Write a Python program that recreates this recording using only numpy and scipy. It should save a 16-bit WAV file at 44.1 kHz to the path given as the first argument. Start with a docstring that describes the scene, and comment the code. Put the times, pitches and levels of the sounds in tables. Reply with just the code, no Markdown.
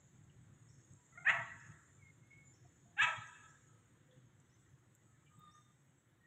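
"""Two barks in an open wood

A monkey gives a soft stuttering chirp, then barks twice: harmonics of its folds, shaped by throat and mouth.
Single echoes and a tail of sparse taps from the trees throw the calls back. A far bird repeats a rising run of
notes; wavering sines coo and peep faintly; puffs of noise are ticking leaves and one more faint peep. Insects
hiss in bands of patchy noise and fuzzy tones, over air noise and a low rumble that comes in lumps."""
import sys
import numpy as np
from scipy import signal
from scipy.fft import rfft, irfft
from scipy.io import wavfile
from scipy.ndimage import uniform_filter1d

SR = 44100
rng = np.random.default_rng(int(sys.argv[2]) if len(sys.argv) > 2 else 0)


def invert_db(x):
    """Field ratio 10**(x/20) for x, a level in decibels (scalar or array-like)."""
    u = np.asarray(x, float) / 20
    return 10 ** u


def digitize_waveform(pressure):
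    """Quantize a signal to 16-bit integers and store it at the path in sys.argv[1].

    Rows of a 2-D input are taken as channels; values are limited to [-1, 1].
    """
    field = np.atleast_2d(pressure).T
    bounded = np.clip(field, -1, 1)
    quanta = np.round(bounded * 32767).astype(np.int16)
    wavfile.write(sys.argv[1], SR, quanta)


N = 276066  # samples in the scene

# Colour of the chirp, first bark and second bark through throat and mouth.
# Each row: frequency in Hz, relative level in dB.
THROATS = [
    [(400, -52), (700, -14.5), (1060, -25), (1380, -1.5), (1720, -11), (2120, -2), (2700, -45.5),
     (4000, -80.5)],
    [(400, -59.5), (560, -35.5), (680, -22), (950, -18.5), (1300, -14.5), (1500, -4.5), (1750, 9.5),
     (2100, -8), (2420, -5.5), (2890, -15), (3300, -20.5), (4210, -32.5), (4850, -58.5), (6000, -42.5),
     (7000, -25.5), (8300, -40.5), (9300, -80), (11000, -60), (15000, -69.5)],
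    [(400, -56), (540, -37), (660, -31.5), (830, -25.5), (1010, -23.5), (1280, 0.5), (1440, -3),
     (1650, 11.5), (2080, -7.5), (2570, 3.5), (2960, -6.5), (3600, -5.5), (4210, -35), (4800, -63),
     (5900, -29), (7400, -17.5), (8400, -37.5), (9300, -69.5), (11000, -57), (15000, -56.5)],
]
# Loudness of the lower insect chorus. Each row: time in seconds, rms level in dB.
LOWER_CHORUS_DB = [(0, -80), (.5, -83), (1, -78), (1.5, -72.5), (2.001, -78.5), (2.4, -80), (3, -81.5),
                   (3.4, -76), (4, -86.5), (5.001, -86.5), (5.5, -89.5), (6.26, -98.5)]
# Loudness of the upper insect chorus. Each row: time in seconds, rms level in dB.
UPPER_CHORUS_DB = [(0, -94), (1, -85), (2, -88.5), (2.6, -101.5), (3.4, -79), (4.001, -90), (4.9, -88.5),
                   (5.5, -79.5), (6.26, -93)]


def evened(x):
    """Scales to rms 1."""
    return x / np.sqrt(np.mean(x ** 2) + 1e-20)


def read(points, hz):
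    """Reads a spectrum on a log-frequency axis."""
    f, value = np.transpose(points)
    return np.interp(np.log(hz + 1), np.log(f + 1), value)


def curve(points):
    """Reads a level curve over the whole scene."""
    return np.interp(np.arange(N) / SR, *np.transpose(points))


def add(mix, s, sound):
    """Mixes a sound in at time s, in seconds."""
    part = mix[round(s * SR):][:len(sound)]
    part += sound[:len(part)]


def coloured(x, spectrum):
    """Filters x by a spectrum in dB."""
    gain = invert_db(read(spectrum, np.fft.rfftfreq(len(x), 1 / SR)))
    return irfft(rfft(x) * gain, len(x))


def wander(length, smooth_s):
    """Slow random drift of rms 1."""
    return evened(uniform_filter1d(rng.standard_normal(length), max(round(smooth_s * SR), 2)))


def stack(turns, hz, throat, dull_db, knee_hz, count):
    """Harmonics 1 to count - 1, as loud as throat and mouth let through; the throat spreads their phases."""
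    total = 0
    for k in range(1, count):
        # a narrow mouth takes dull_db per kHz over the first 2 kHz above the knee
        loss_db = dull_db * np.clip((k * hz - knee_hz) / 1000, 0, 2)
        level = invert_db(read(throat, k * hz) - loss_db)
        total = total + level * np.cos(2 * np.pi * k * turns + k * k)
    return total


def folds(hz, uneven, breath, dull_db, throat, pattern):
    """Jittered folds with strong and weak cycles, and a puff of breath in each cycle."""
    turns = np.cumsum(hz * (1 + .04 * breath * wander(len(hz), .001))) / SR
    strong_weak = 1 + uneven * np.cos(2 * np.pi * turns / pattern)
    tone = stack(turns, hz, throat, dull_db, 2600, count=24) * strong_weak
    puffs = (.3 + np.exp(-(turns % 1) / 2.6)) * rng.standard_normal(len(hz))
    return evened(tone) + breath * evened(coloured(puffs, throat))


def bark(rows, second_rows, voice_break, throat):
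    """Folds glide up and break into strong and weak cycles; a second voice, one partial, joins."""
    calm_uneven, calm_breath, break_width_s = .06, .3, .004
    s, *columns = np.transpose(rows)
    s2, *second_columns = np.transpose(second_rows)
    t = np.arange(s[0], s[-1], 1 / SR)
    hz, effort_db, dull_db = (np.interp(t, s, c) for c in columns)
    second_hz, second_db = (np.interp(t, s2, c) for c in second_columns)

    break_s, broken_uneven, broken_breath, pattern = voice_break
    broken = .5 + .5 * np.tanh((t - break_s) / break_width_s)  # 0 calm, 1 broken
    uneven = calm_uneven + (broken_uneven - calm_uneven) * broken
    breath = calm_breath + (broken_breath - calm_breath) * broken
    first = folds(hz, uneven, breath, dull_db, throat, round(pattern))

    second_turns = np.cumsum(second_hz * (1 + 0.016 * wander(len(t), 0.0018))) / SR
    second = evened(stack(second_turns, second_hz, throat, dull_db, 1100, count=2))
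    both = invert_db(effort_db) * first + invert_db(second_db) * second
    return s[0], both * signal.windows.tukey(len(t), .08)


def monkey_barks():
    """The near monkey's two barks, each with its own glide, second voice, break and throat."""
    # The folds, one table a bark. Each row: time in seconds, pitch in Hz, effort in dB,
    # treble loss in dB per kHz while the mouth is narrow.
    voices = [
        [(1.243, 482.6, -60, 28), (1.255, 506.5, -42, 22.5), (1.268, 568.4, -37.5, 22.5),
         (1.28, 631.3, -28.5, 17.5), (1.29, 647.7, -30, 6), (1.302, 668.6, -24.5, 1.5), (1.315, 713, -36, 1.5),
         (1.33, 665, -46, 19), (1.37, 634, -52, 27)],
        [(2.964, 418.3, -66.5, 20.5), (2.978, 470, -47.5, 16.5), (2.992, 536.4, -35.5, 5),
         (3.008, 569.7, -30.5, 8), (3.018, 633.7, -30, 1.5), (3.032, 672, -30, -2.5), (3.05, 636.5, -31.5, 2.5),
         (3.07, 614, -54, 16), (3.11, 596, -56, 25.5)],
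    ]
    # Second voice of each bark, sinking to a low grunt at the end.
    # Each row: time in seconds, pitch in Hz, level in dB.
    second_voices = [
        [(1.243, 825, -63.5), (1.256, 768, -59), (1.27, 735, -63.5), (1.3, 946.7, -52.5), (1.324, 924, -49),
         (1.332, 695, -54.5), (1.37, 668, -47)],
        [(2.964, 750, -63.5), (2.978, 830, -56.5), (3.008, 863, -56.5), (3.04, 901, -52.5), (3.068, 826, -54),
         (3.076, 660, -51), (3.11, 590, -51.5)],
    ]
    # The voice breaks near the top of its glide. Each row: time in seconds, unevenness of cycles 0-1,
    # breath noise 0-1, cycles per strong-weak pattern.
    breaks = [(1.284, .9, .55, 3), (3.016, .7, .4, 2)]
    track = np.zeros(N)
    for parts in zip(voices, second_voices, breaks, THROATS[1:]):
        add(track, *bark(*parts))
    return track


def monkey_chirp():
    """Soft clear syllables of the same folds with even cycles, each opening fast and fading."""
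    # Each row, one a syllable: start in seconds, length in seconds, level before the fade in dB,
    # start pitch in Hz, end pitch in Hz.
    syllables = [(1.118, 0.045, -67, 676, 655), (1.152, .022, -60, 612, 635),
                 (1.173, .022, -47.5, 708, 700), (1.2, 0.021, -65, 740, 745)]
    rise, fade_db, breath = .25, -8, .15  # rise as a share of the length
    track = np.zeros(N)
    for s, length, db, start_hz, end_hz in syllables:
        u = np.linspace(0, 1, round(length * SR))
        shape = np.minimum(u / rise, 1) * invert_db(db + fade_db * u) * signal.windows.tukey(len(u), .3)
        hz = start_hz + (end_hz - start_hz) * u
        add(track, s, shape * folds(hz, 0, breath, 0, THROATS[0], pattern=1))
    return track


def wood(x):
    """Single echoes, and clumps of sparse taps from scattered trunks, each band dying at its own speed."""
    # How long the wood rings. 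Each row: frequency in Hz, time to fall 60 dB in seconds.
    ringing = [(650, 0.27), (900, 0.9), (1320, 1.15), (1750, 0.98), (2600, 0.62), (3600, 0.92), (7000, 1.5)]
    # Echoes off trunks and the far edge of the wood. Each row: delay in seconds,
    # level in dB before the colour below.
    echoes = [(.022, -13.5), (0.046, -12.5), (.068, -17), (.095, -21.5), (0.128, -28), (.2, -34),
              (0.371, -39), (.42, -42.5)]
    # The animal sends lows and highs differently to the trees. Each row: frequency in Hz, gain in dB.
    colour = [(400, -1.5), (700, 7.5), (1000, 7.5), (1800, -1), (3000, -1), (4000, 2.5), (7500, 3),
              (12000, 1)]
    # one tap, up or down, somewhere in every 20 samples
    taps, at = np.zeros(2 * SR), np.arange(500, 2 * SR - 20, 20)
    taps[at + rng.integers(0, 20, len(at))] = rng.choice([-1., 1.], len(at))
    hz, t, z = signal.stft(taps, SR, nperseg=256)
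    clumps = uniform_filter1d(rng.standard_normal(z.shape), 2, 0)
    clumps = evened(uniform_filter1d(clumps, 16, 1))
    decay_db = -60 * t / read(ringing, hz)[:, None]
    tail = signal.istft(z * invert_db(4.5 * clumps + decay_db), SR, nperseg=256)[1]
    tail *= invert_db(-7.0) / np.linalg.norm(tail)
    for delay, db in echoes:
        add(tail, delay, np.array([invert_db(db)]))
    return coloured(signal.fftconvolve(x, tail)[:N], colour)


def microphone(calls):
    """The microphone's colour on the monkey, the far bird and their echoes."""
    # Each row: frequency in Hz, gain in dB.
    response = [(300, -50), (500, -28), (600, 0), (4100, 0), (4800, -22), (5300, 0), (8500, 0), (9300, -20),
                (10200, -4), (16000, -4)]
    return coloured(calls, response)


def bird_run(db, start_hz, end_hz):
    """A quick run of short steady notes stepping upward."""
    steps = 5
    u = np.linspace(0, 1, round(.075 * SR), endpoint=False)
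    step, within = np.divmod(u * steps, 1)
    hz = uniform_filter1d(start_hz + (end_hz - start_hz) * step / (steps - 1), 150)
    turns = np.cumsum(hz * (1 + .008 * wander(len(u), .004))) / SR
    shape = (.3 + np.sin(np.pi * within)) * signal.windows.tukey(len(u), .4)
    return invert_db(db + 4.0 * wander(len(u), .015)) * np.sin(2 * np.pi * turns) * shape


def far_bird():
    """A far bird repeats its rising run, each time at its own pitch and level."""
    # Each row: start in seconds, level before the note shape in dB, start pitch in Hz, end pitch in Hz.
    runs = [(.68, -74.5, 5310, 6530), (1.582, -83, 4977, 6460), (2.52, -80.5, 4980, 6650),
            (3.469, -79.5, 5130, 6418), (4.49, -80, 5151, 6580), (5.503, -76.5, 5200, 6896)]
    track = np.zeros(N)
    for s, db, start_hz, end_hz in runs:
        add(track, s, bird_run(db, start_hz, end_hz))
    return track


def whistle(hz, level):
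    """A far near-sine that wavers a little in pitch and level; level is its rms before wavering."""
    turns = np.cumsum(hz * (1 + 0.0068 * wander(len(hz), 0.0088))) / SR
    return np.sqrt(2) * level * invert_db(3.4 * wander(len(hz), 0.0087)) * np.sin(2 * np.pi * turns)


def note(start, top, end, db, hz, sag_hz_per_s=0):
    """A whistle that swells towards its loudest moment and fades; silent if it ends before it starts."""
    t = np.arange(start, end, 1 / SR)
    swell = np.sin(np.pi * np.interp(t, [start, top, end], [0, .5, 1])) ** 1.2
    return start, whistle(hz - sag_hz_per_s * (t - start), invert_db(db) * swell)


def far_peeps():
    """Faint far whistles and peeps, each a swelling near-sine."""
    # Each row: start, loudest moment and end in seconds, level in dB, pitch in Hz.
    peeps = [(.952, 0.987, 1.1, -83.5, 976), (2.18, 2.254, 2.4, -82, 2150),
             (2.298, 2.309, 2.53, -67.5, 2190), (2.448, 2.468, 2.38, -67, 2180),
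             (2.51, 2.535, 2.46, -77, 2160), (2.44, 2.47, 2.59, -69.5, 7125),
             (2.641, 2.656, 2.68, -74, 711), (2.64, 2.703, 3.4, -83, 7100), (2.846, 2.863, 3, -80.5, 696),
             (2.898, 2.937, 2.9, -81, 730), (4.08, 4.111, 4.22, -70.5, 507), (4.651, 4.664, 4.7, -84, 1913),
             (5.047, 5.08, 5.4, -86.5, 1287), (5.12, 5.157, 5.194, -84, 1750),
             (5.255, 5.28, 5.31, -79, 2340), (5.26, 5.281, 4.8, -79, 3120), (6.192, 6.218, 6.8, -78, 1880)]
    track = np.zeros(N)
    for row in peeps:
        add(track, *note(*row))
    return track


def far_coo():
    """A far coo of slowly sagging pitch, whose partials swell and fade apart."""
    # Each row: start, loudest moment and end in seconds, level in dB, multiple of the base pitch.
    partials = [(5.29, 5.326, 5.4, -76, 2), (5.365, 5.455, 5.54, -65.5, 2), (5.49, 5.57, 5.63, -69.5, 2),
                (5.62, 5.7, 5.74, -81, 2), (5.46, 5.49, 5.52, -80, 3), (5.535, 5.565, 5.6, -77, 3),
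                (5.37, 5.43, 5.79, -78, 6)]
    base_hz, base_s, sag_hz_per_s = 614.4, 5.29, 25  # the base pitch holds at base_s
    track = np.zeros(N)
    for start, top, end, db, multiple in partials:
        k = round(multiple)
        hz = k * (base_hz - sag_hz_per_s * (start - base_s))
        add(track, *note(start, top, end, db, hz, k * sag_hz_per_s))
    return track


def falling_whistle():
    """One faint whistle falls in pitch while it swells, then weakens."""
    # Each row: time in seconds, pitch in Hz, level in dB.
    path = [(1.98, 2340, -84), (2.032, 2175, -74), (2.089, 2133, -65.5), (2.116, 2120, -75)]
    s, hz, db = np.transpose(path)
    t = np.arange(s[0], s[-1], 1 / SR)
    level = invert_db(np.interp(t, s, db)) * signal.windows.tukey(len(t), .15)
    track = np.zeros(N)
    add(track, s[0], whistle(np.interp(t, s, hz), level))
    return track


def leaf_ticks():
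    """Dry leaves tick, and one faint far peep sounds at 5.26 s: each a dying puff of noise around one pitch."""
    # Each row: start in seconds, nominal peak in dB (the puff's rms starts from 4 dB less),
    # centre in Hz, time to fall 60 dB in seconds.
    ticks = [(.295, -69.5, 2900, 0.095), (.935, -53, 7450, 0.019), (2.18, -81.5, 13000, 0.025),
             (2.27, -79, 11200, 0.03362), (3.272, -53.5, 6650, 0.036), (4.11, -71.5, 3450, 0.29),
             (4.4, -62, 7300, 0.033), (4.949, -69, 12720, 0.0326), (4.95, -61.5, 7560, 0.053),
             (5.262, -73, 2962, 0.2483), (5.39, -64, 15490, 0.042)]
    t = np.arange(round(.15 * SR)) / SR
    track = np.zeros(N)
    for s, db, hz, t60 in ticks:
        puff = coloured(rng.standard_normal(len(t)), [(hz * .55, -60), (hz, 0), (hz * 1.5, -60)])
        decay = invert_db(db - 4 - 60 * t / t60)
        add(track, s, decay * evened(puff) * np.minimum(t / 0.0012, 1))
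    return track


def single_insects():
    """Fuzzy narrow tones that drift in pitch and come and go, following both choruses."""
    # Insects that stand out. Each row: pitch in Hz, peak level before the swells in dB against the choruses.
    singers = [(6380, -10), (6850, -6), (7150, -10), (7600, -8.5), (7950, -8.5), (8200, -12.5)]
    blur, drift, swell_db, swell_s = .008, 0.019, 3.5, 0.12  # blur and drift as shares of the pitch
    out = np.zeros(N)
    for hz, db in singers:
        turns = np.cumsum(hz * (1 + blur * wander(N, 0.0023) + drift * wander(N, 0.46))) / SR
        swell = swell_db * np.clip(wander(N, swell_s), -3, 1.5)
        out += invert_db(db + swell) * np.sin(2 * np.pi * turns)
    return out * np.hypot(invert_db(curve(LOWER_CHORUS_DB)), invert_db(curve(UPPER_CHORUS_DB)))


def bed(spectrum, level_db, patchy_db, flicker_db, patch_hz, patch_s, size):
    """Noise with drifting patches and a flicker shared by all frequencies, on a level curve."""
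    frames, bins = 4 * N // size + 5, size // 2 + 1
    a, b, patches = rng.standard_normal((frames, bins, 3)).T
    patches = uniform_filter1d(patches, round(patch_hz * size / SR) + 1, 0)
    patches = evened(uniform_filter1d(patches, round(patch_s * 4 * SR / size) + 1, 1))
    flicker = evened(uniform_filter1d(rng.standard_normal(frames), 4))
    shape_db = read(spectrum, np.fft.rfftfreq(size, 1 / SR))[:, None]
    z = (a + 1j * b) * invert_db(shape_db + patchy_db * patches + flicker_db * flicker)
    noise = signal.istft(z, nperseg=size, noverlap=3 * size // 4)[1][:N]
    return evened(noise) * invert_db(level_db)


def lower_chorus():
    """The lower insect chorus: a band of strongly patchy noise."""
    # Each row: frequency in Hz, relative level in dB per Hz.
    spectrum = [(5500, -30), (6150, -25.5), (6400, -2.5), (6800, 2), (7150, -3), (7500, -3), (7900, -19.5),
                (8400, -37)]
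    return bed(spectrum, curve(LOWER_CHORUS_DB), 4.4, 1.9, 150, .08, size=512)


def upper_chorus():
    """The upper insect chorus: a narrower band of strongly patchy noise."""
    # Each row: frequency in Hz, relative level in dB per Hz.
    spectrum = [(7000, -31.5), (7500, -3), (7950, 0), (8300, -12), (8600, -16), (8900, -41)]
    return bed(spectrum, curve(UPPER_CHORUS_DB), 4.5, 1.2, 150, .05, size=512)


def rumble():
    """Low noise on a slow level with short lumps."""
    # Each row: frequency in Hz, relative level in dB per Hz.
    spectrum = [(15, -65.5), (25, -33.5), (136, 5), (152, -2.5), (177, -7), (226, -13.5), (349, -21.5),
                (380, -21.5), (450, -32), (580, -48.5), (990, -120)]
    # The slow level. Each row: time in seconds, level in dB.
    slow_db = [(0, -66.5), (.4, -62), (1, -68.5), (1.5, -59.5), (1.75, -68.5), (2.7, -67), (3.1, -70),
               (4.2, -69), (5.5, -69.5), (6.26, -72.5)]
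    # The strongest lumps. Each row: time in seconds, height in dB over the slow level.
    lumps = [(.14, 6), (.35, 8), (0.931, 9.5), (1.31, 9.5), (1.39, 7), (1.57, 6), (1.699, 14.5), (2.04, 5),
             (3.04, 13), (3.19, 14.5), (3.4, 6.5), (3.66, 2), (4.18, 5), (4.74, 7), (5.07, 5.5)]
    lump_s = 0.019
    t = np.arange(N) / SR
    lumps_db = sum(db * np.exp(-((t - s) / lump_s) ** 2) for s, db in lumps)
    return bed(spectrum, curve(slow_db) + lumps_db, 1.8, 1.8, 60, 0.12, size=2048)


def air():
    """The air of the place: broad noise, strongest in the lows and mids."""
    # Each row: frequency in Hz, relative level in dB per Hz.
    spectrum = [(150, -30.5), (250, -2), (356, -1.5), (403, -16), (481, -6), (606, -13.5), (1390, -11.5),
                (1910, -11), (2570, -20.5), (3620, -19), (4820, -35), (6500, -23.5), (8450, -46),
                (14300, -120)]
    # Each row: time in seconds, rms level in dB.
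    level = [(0, -75.5), (2, -76), (4.001, -75.5), (5.301, -77.5), (6.26, -78.5)]
    return bed(spectrum, curve(level), 1.6, .5, 150, .06, size=1024)


def top_hiss():
    """A faint hiss with a high insect band."""
    # Each row: frequency in Hz, relative level in dB per Hz.
    spectrum = [(8000, -35), (9200, -7), (10200, -7), (11000, 2.5), (11800, -6), (13500, -9), (14800, -4),
                (15200, -1), (16000, -7)]
    # Each row: time in seconds, rms level in dB.
    level = [(0, -95.5), (2, -95.5), (3.502, -94.5), (5.5, -93.5), (6.26, -93.5)]
    return bed(spectrum, curve(level), 0.89, 1.5, 500, .05, size=512)


def scene():
    """Near monkey, far bird and their echoes over small sounds and the steady beds."""
    near = monkey_barks() + monkey_chirp()
    far = far_bird()
    calls = microphone(near + far + wood(near + invert_db(0.5) * far))
    small = far_peeps() + far_coo() + falling_whistle() + leaf_ticks()
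    insects = single_insects() + lower_chorus() + upper_chorus()
    beds = insects + rumble() + air() + top_hiss()
    return (calls + small + beds)[None]


def top_cut(x):
    """Nothing passes above the cut-off."""
    return signal.sosfilt(signal.butter(12, 15480, fs=SR, output="sos"), x)


def record(dry):
    """The finished mix as it is stored."""
    return top_cut(dry)


dry = scene()
out = record(dry)
digitize_waveform(out)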